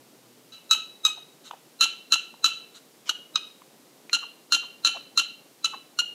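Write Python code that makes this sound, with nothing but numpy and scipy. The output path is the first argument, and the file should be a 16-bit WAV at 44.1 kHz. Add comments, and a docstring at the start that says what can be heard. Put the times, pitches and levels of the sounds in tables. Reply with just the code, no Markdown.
"""Outdoors, close to the microphone, prairie dogs call: first the faint, echoing tail of a bark,
then a series of short, sharp barks. Each bark snaps open into a high harmonic tone that a slower
flutter of the throat roughens; a soft cluck follows as the mouth shuts, and scattered echoes ring on.
Faint wheezes of filtered noise and further clucks and ticks come between the barks.
Low air noise lies under it all, with a faint hum at the start."""
import sys
import numpy as np
from scipy import signal
from scipy.fft import rfft, irfft
from scipy.io import wavfile

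SR = 44100
rng = np.random.default_rng(int(sys.argv[2]) if len(sys.argv) > 2 else 0)


def persist_wave(psi):
    """Save psi, clipped to +-1, as 16-bit WAV."""
    counts = np.round(np.clip(psi, -1, 1) * 32767).astype(np.int16)
    wavfile.write(sys.argv[1], SR, np.atleast_2d(counts).T)


N = 270774  # length of the scene, samples
LEAD_SAMPLES = SR // 50  # room ahead of a bark's snap or a cluck's peak


def amp(db):
    """Turns dB into an amplitude factor."""
    return 10 ** (np.asarray(db) / 20)


def evened(x):
    """Scales to rms 1."""
    return x / np.sqrt(np.mean(x ** 2) + 1e-20)


def read(points, hz):
    """Joins (Hz, value) points on a log-frequency axis."""
    f, value = np.transpose(points)
    return np.interp(np.log(hz + 1), np.log(f + 1), value)


def add(mix, s, sound):
    """Mixes a sound in at time s."""
    part = mix[round(s * SR):][:len(sound)]
    part += sound[:len(part)]


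def resonate(x, hz, width):
    """A two-pole resonance applied twice, for steep flanks."""
    b, a = signal.iirpeak(hz, hz / width, SR)
    once = signal.lfilter(b, a, x)
    return signal.lfilter(b, a, once)


def colour(x, points, size=2048):
    """Causal minimum-phase filter with the given spectrum."""
    hz = abs(np.fft.fftfreq(size, 1 / SR))
    log_gain = np.log(amp(read(points, hz)))
    taps = np.fft.ifft(np.exp(np.conj(signal.hilbert(log_gain)))).real
    return signal.fftconvolve(x, taps[:size // 2])[:len(x)]


def wander(count, hz):
    """Smooth random drift of rms 1, its spectrum fading out around hz."""
    f = np.fft.rfftfreq(count, 1 / SR)
    return evened(irfft(rfft(rng.standard_normal(count)) * np.exp(-(f / hz) ** 2), count))


def air(level_db=-56, flicker_db=1.66, rumble_hz=900):
    """Distant low rumble that wavers slightly, under an even hiss."""
    # spectrum of the air noise: (frequency [Hz], relative level per Hz [dB])
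    air_spectrum = [(20, -70), (45, -37), (90, -38.5), (108, -40), (125, -7.5), (190, -6), (270, -2),
                    (470, -4.5), (660, -8.5), (1700, -17), (4000, -16), (13600, -21), (15500, -25.5)]
    hz = np.fft.rfftfreq(N, 1 / SR)
    noise = evened(irfft(rfft(rng.standard_normal(N)) * amp(read(air_spectrum, hz)), N))
    rumble = irfft(rfft(noise) / (1 + (hz / rumble_hz) ** 2), N)
    hiss = noise - rumble
    return amp(level_db) * (hiss + rumble * amp(flicker_db * wander(N, 31)))


def hum(hz=123.0, db=-67.5, end=0.61):
    """A faint far hum of two unsteady harmonics that fades out by its end time."""
    t = np.arange(N) / SR
    phase = 2 * np.pi * np.cumsum(hz * (1 + 0.017 * wander(N, 5.5))) / SR
    tone = evened(np.sin(phase) + 1.3 * np.sin(2 * phase))
    fade = np.clip((end - t) / 0.049, 0, 1)
    return amp(db) * tone * fade


def surroundings(x, delay=0.0037, build=0.0013):
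    """Scattered echoes that build up after a short gap, each band dying at its own speed."""
    # decay time: (frequency [Hz], t60 [s])
    ring = [(500, 0.16), (1400, 0.38), (2900, 0.41), (4000, 0.43), (6500, 0.33), (12000, 0.13)]
    # tone of the echoes: (frequency [Hz], relative level [dB])
    echo_colour = [(500, -14.5), (1400, -4), (2900, 2.5), (4000, -5.5), (6500, -6), (12000, 5)]
    taps = rng.standard_normal(SR) * (rng.random(SR) < .15)  # sparse reflections
    hz, t, z = signal.stft(taps, SR, nperseg=256)
    band_db = read(echo_colour, hz)[:, None] - 60 * t / read(ring, hz)[:, None]
    tail = signal.istft(z * amp(band_db), SR, nperseg=256)[1]
    since = np.maximum(np.arange(len(tail)) / SR - delay, 0)
    tail *= 1 - np.exp(-since / build)
    wet = signal.fftconvolve(x, tail)
    return wet * np.linalg.norm(x) / np.linalg.norm(wet)  # as much energy as the dry sound


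def wheeze(length, db, hz):
    """A swell of air noise through the throat resonances."""
    # resonances: (factor on the wheeze's pitch, width of one filter pass [Hz], level [dB])
    wheeze_modes = [(.345, 500, -6.5), (.78, 580, -4.5), (1.0, 448, 2.5), (1.72, 2560, -1.5)]
    noise = rng.standard_normal(int(length * SR))
    voiced = sum(amp(level) * evened(resonate(noise, hz * factor, width))
                 for factor, width, level in wheeze_modes)
    return amp(db) * evened(voiced * signal.windows.tukey(len(noise), .9))


def cluck(db, hz, length, tick_db, fall=0.1622, tick_s=0.0024, rough=0.4):
    """A tick as the mouth moves, then a few rough, falling cycles of its cavity; centred on the cavity's peak."""
    # tone of the tick: (frequency [Hz], gain [dB])
    tick_tone = [(60, -35.5), (400, -10.5), (1400, -6), (2200, 3.5), (3050, 8.5), (4500, -8.5),
                 (6300, -6.5), (9000, -31)]
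    t = np.arange(-LEAD_SAMPLES, LEAD_SAMPLES) / SR
    pitch = hz * (1 - fall * np.tanh(t / length)) * (1 + 0.13 * wander(len(t), 580))
    turns = np.cumsum(pitch) / SR
    puff = evened(resonate(rng.standard_normal(len(t)), hz, 0.67 * hz))
    cavity = (np.sin(2 * np.pi * turns) + rough * puff) / np.cosh(0.99 * t / length)
    since = t + length / 2  # the tick leads the cavity's peak
    tick = rng.standard_normal(len(t)) * (since > 0) * np.exp(-abs(since) / tick_s)
    return amp(db) * cavity + amp(tick_db) * colour(tick, tick_tone)


def bark(length, pitch_hz, level_db, flutter, mouth, top_hz, jitter=0.017, swing=0.54, throb=0.18,
         breath=0.56, lead_db=-19.0, release=0.0085, rasp_db=-3.0, snap_db=16.0, thrum=0.8, hiss=0.89):
    """The folds snap open and buzz, a slower flutter beats against them, and the throat's resonances shape it."""
    # course of every bark: (time [share of its length], pitch [factor], effort [dB],
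    # flutter depth [factor], flutter rate [factor])
    arch = [(0, 1.0, 2, .55, 0.86), (.28, 0.98, 4.5, .67, .97), (.7, 1.005, 2, 1, 1.07),
            (1, .998, 5.5, 1.08, 1.06), (1.3, 0.98, -1.5, 1.22, 1.1)]
    # throat and mouth: (resonance [Hz], width of one filter pass [Hz], gain [dB],
    # gain per unit of mouth closing [dB])
    throat = [(1400, 630, 9, 0), (2991, 460, 21, 8), (3952, 493, 23, -5), (6000, 1090, 12.5, 1.5)]
    # broad rasp between and above the resonances: (frequency [Hz], relative level [dB])
    rasp_tone = [(40, -22.5), (140, -17), (300, -4.5), (750, -7.5), (1650, 5), (2200, -14), (3400, 6),
                 (5000, -4.5), (5700, 5), (7700, 5.5), (8500, -21), (9500, -2), (12500, -7), (15000, -6.5)]
    # click as the folds snap open: (frequency [Hz], relative level [dB])
    snap_tone = [(100, -18), (700, -22), (1300, 25), (2100, -26), (3000, 1.5), (4000, -33), (4800, 7),
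                 (6500, 16), (8500, -10.5), (15000, -19)]
    flutter_per_cycle = .207  # about one flutter in five cycles of the folds
    clear_grit = 0.37  # hoarseness of a bark with no flutter
    soft_start_s = 0.0069  # time constant of the soft start

    t = np.arange(-LEAD_SAMPLES, SR // 14) / SR
    course = np.transpose(arch)
    bend, effort_db, grip, haste = (np.interp(t / length, course[0], c) for c in course[1:])
    grit = clear_grit + flutter

    beat_hz = flutter_per_cycle * pitch_hz * haste * (1 + .02 * wander(len(t), 150))
    beat_phase = 2 * np.pi * np.cumsum(beat_hz) / SR
    beat = flutter * grip * (np.sin(beat_phase) + 0.71 * np.cos(2 * beat_phase))
    voice_hz = pitch_hz * bend * (1 + jitter * grit * wander(len(t), 600))
    phase = 2 * np.pi * np.cumsum(voice_hz) / SR + swing * beat
    # each flutter cycle shuts the folds harder, so the high harmonics throb most
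    folds = evened(sum(np.cos(k * phase) * np.exp(throb * min(k, 5) * beat) for k in range(1, 12)))
    # air hisses through at each opening of the folds
    gusts = (1 + 0.6 * np.cos(phase)) * (1 + beat)
    drive = folds + breath * grit * gusts * rng.standard_normal(len(t))

    # the sound starts softly, jumps to full strength at the snap, and lets go
    fade = np.exp(-np.maximum(t - length + 0.003, 0) / release)
    soft_start = amp(lead_db) * np.exp(-abs(t) / soft_start_s)
    envelope = amp(effort_db) * np.where(t < -.0003, soft_start, fade)
    held = (t > 0) & (t < length)
    envelope = envelope / np.mean(envelope[held])

    closing = mouth + np.clip(t / length, 0, 1) - .5
    out = amp(snap_db) * colour(1. * (t == 0), snap_tone)
    for hz, width, db, lean_db in throat:
        out += resonate(drive * envelope, hz, width) * amp(db + lean_db * closing)
    # the rasp carries the buzz, the flutter's own low thrum and a steady hiss past the teeth
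    teeth = hiss * grit * rng.standard_normal(len(t))
    rasp = colour((drive + thrum * beat + teeth) * envelope, rasp_tone)
    rasp = signal.sosfilt(signal.butter(6, top_hz, fs=SR, output="sos"), rasp)
    return amp(level_db) * (out + amp(rasp_db) * rasp / np.std(rasp[held]))


def scene(cluck_echo_db=-12.5, wheeze_echo_db=-9.0):
    """Barks, clucks and wheezes, each with its echo, over the background."""
    # faint breathy wheezes: (start [s], length [s], level [dB], strongest resonance [Hz])
    wheeze_list = [(1.43, 0.079, -50.5, 3870), (2.732, 0.066, -51.5, 3880), (3.047, 0.081, -45.5, 3090)]
    # clucks and ticks between the barks: (time of the peak [s], cavity level [dB], pitch at the peak [Hz],
    # decay length [s], tick level before its tone filter [dB])
    cluck_list = [(1.18, -45.5, 824, 0.0049, -62), (1.512, -28, 1045, .001, -30.5),
                  (1.538, -36, 823, .0036, -56), (2.342, -43.5, 1000, 0.000994, -58),
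                  (3.62, -45, 1064, 0.0014, -47), (4.0974, -52, 1150, 0.0034, -28),
                  (4.234, -41, 1080, 0.0066, -44), (4.635, -46, 1100, 0.01, -41),
                  (4.962, -39, 708, 0.0087, -51), (4.971, -34.5, 1117, 0.001, -51),
                  (5.742, -33.5, 1022, 0.005, -50)]
    # barks: (time of the snap [s], length [s], pitch [Hz], relative level [dB], flutter depth [0-1],
    # mouth [-1 wide to 1 narrow], top of the rasp [Hz])
    bark_list = [(.521, 0.028, 1327, -58.5, 0.4, -0.025, 8750),
                 (.711, 0.025, 1313, -21, 0.24, -0.29, 15100),
                 (1.051, 0.017, 1283, -22, 0.11, -0.45, 15100),
                 (1.8093, 0.034, 1361, -21.5, 0.47, 0.061, 13400),
                 (2.1224, 0.022, 1358, -20.5, 0.41, 0.065, 13500),
                 (2.4432, 0.022, 1338, -22.5, 0.41, -0.13, 13900),
                 (3.093, 0.0065, 1455, -28, 0.65, 0.07, 14030),
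                 (3.3574, 0.006, 1285, -25, 0.19, -0.27, 7700),
                 (4.1309, .023, 1397, -26, 0.32, 0.0078, 12100),
                 (4.5221, .031, 1400, -23.5, 0.52, 0.007, 12400),
                 (4.8481, 0.029, 1378, -25, 0.58, -0.14, 12400),
                 (5.1749, 0.025, 1383, -24.5, 0.47, -0.13, 12700),
                 (5.6443, 0.015, 1341, -30, 0.41, 0.096, 12200),
                 (5.9885, 0.017, 1432, -29, 0.21, 0.12, 12300)]
    # echo of a loud bark; a fainter one gains echo by this share of what it lacks in level
    loud_db, loud_echo_db, echo_growth = -20, -16, 0.41
    # cluck of the mouth after every bark, levels relative to the bark
    shut_after_s, shut_db, shut_hz, shut_s, shut_tick_db = 0.014, -17, 1000, 0.0026, -7.5

    mix = air() + hum()
    clucks, wheezes = np.zeros((2, N))
    lead_in = LEAD_SAMPLES / SR
    for s, *shape in wheeze_list:
        add(wheezes, s, wheeze(*shape))
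    for s, *shape in cluck_list:
        add(clucks, s - lead_in, cluck(*shape))
    for s, length, pitch_hz, level_db, flutter, mouth, top_hz in bark_list:
        call = bark(length, pitch_hz, level_db, flutter, mouth, top_hz)
        echo_db = loud_echo_db + echo_growth * (loud_db - level_db)
        add(mix, s - lead_in, call)
        add(mix, s - lead_in, amp(echo_db) * surroundings(call))
        shut = cluck(level_db + shut_db, shut_hz, shut_s, level_db + shut_tick_db)
        add(clucks, s + length + shut_after_s - lead_in, shut)
    mix += clucks + amp(cluck_echo_db) * surroundings(clucks)[:N]
    mix += wheezes + amp(wheeze_echo_db) * surroundings(wheezes)[:N]
    return mix[None]


def record(dry, threshold_db=-22.5, squeeze=0.59, sensing=0.0021, attack=0.0019, edge_hz=15700):
    """A fast compressor lets the first spike of each loud bark by and reins in the rest; then the band limit."""
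    def follow(x, seconds):
        """Smooths with a one-pole lag."""
        r = np.exp(-1 / (seconds * SR))
        return signal.lfilter([1 - r], [1, -r], x)
    level_db = 10 * np.log10(follow(dry[0] ** 2, sensing) + 1e-12)
    cut_db = follow(squeeze * np.maximum(level_db - threshold_db, 0), attack)
    held = np.clip(dry * amp(-cut_db), -.85, .85)
    low_pass = signal.firwin(255, edge_hz, window=("kaiser", 9), fs=SR)
    return signal.oaconvolve(held, low_pass[None], "same")


dry = scene()
out = record(dry)
persist_wave(out)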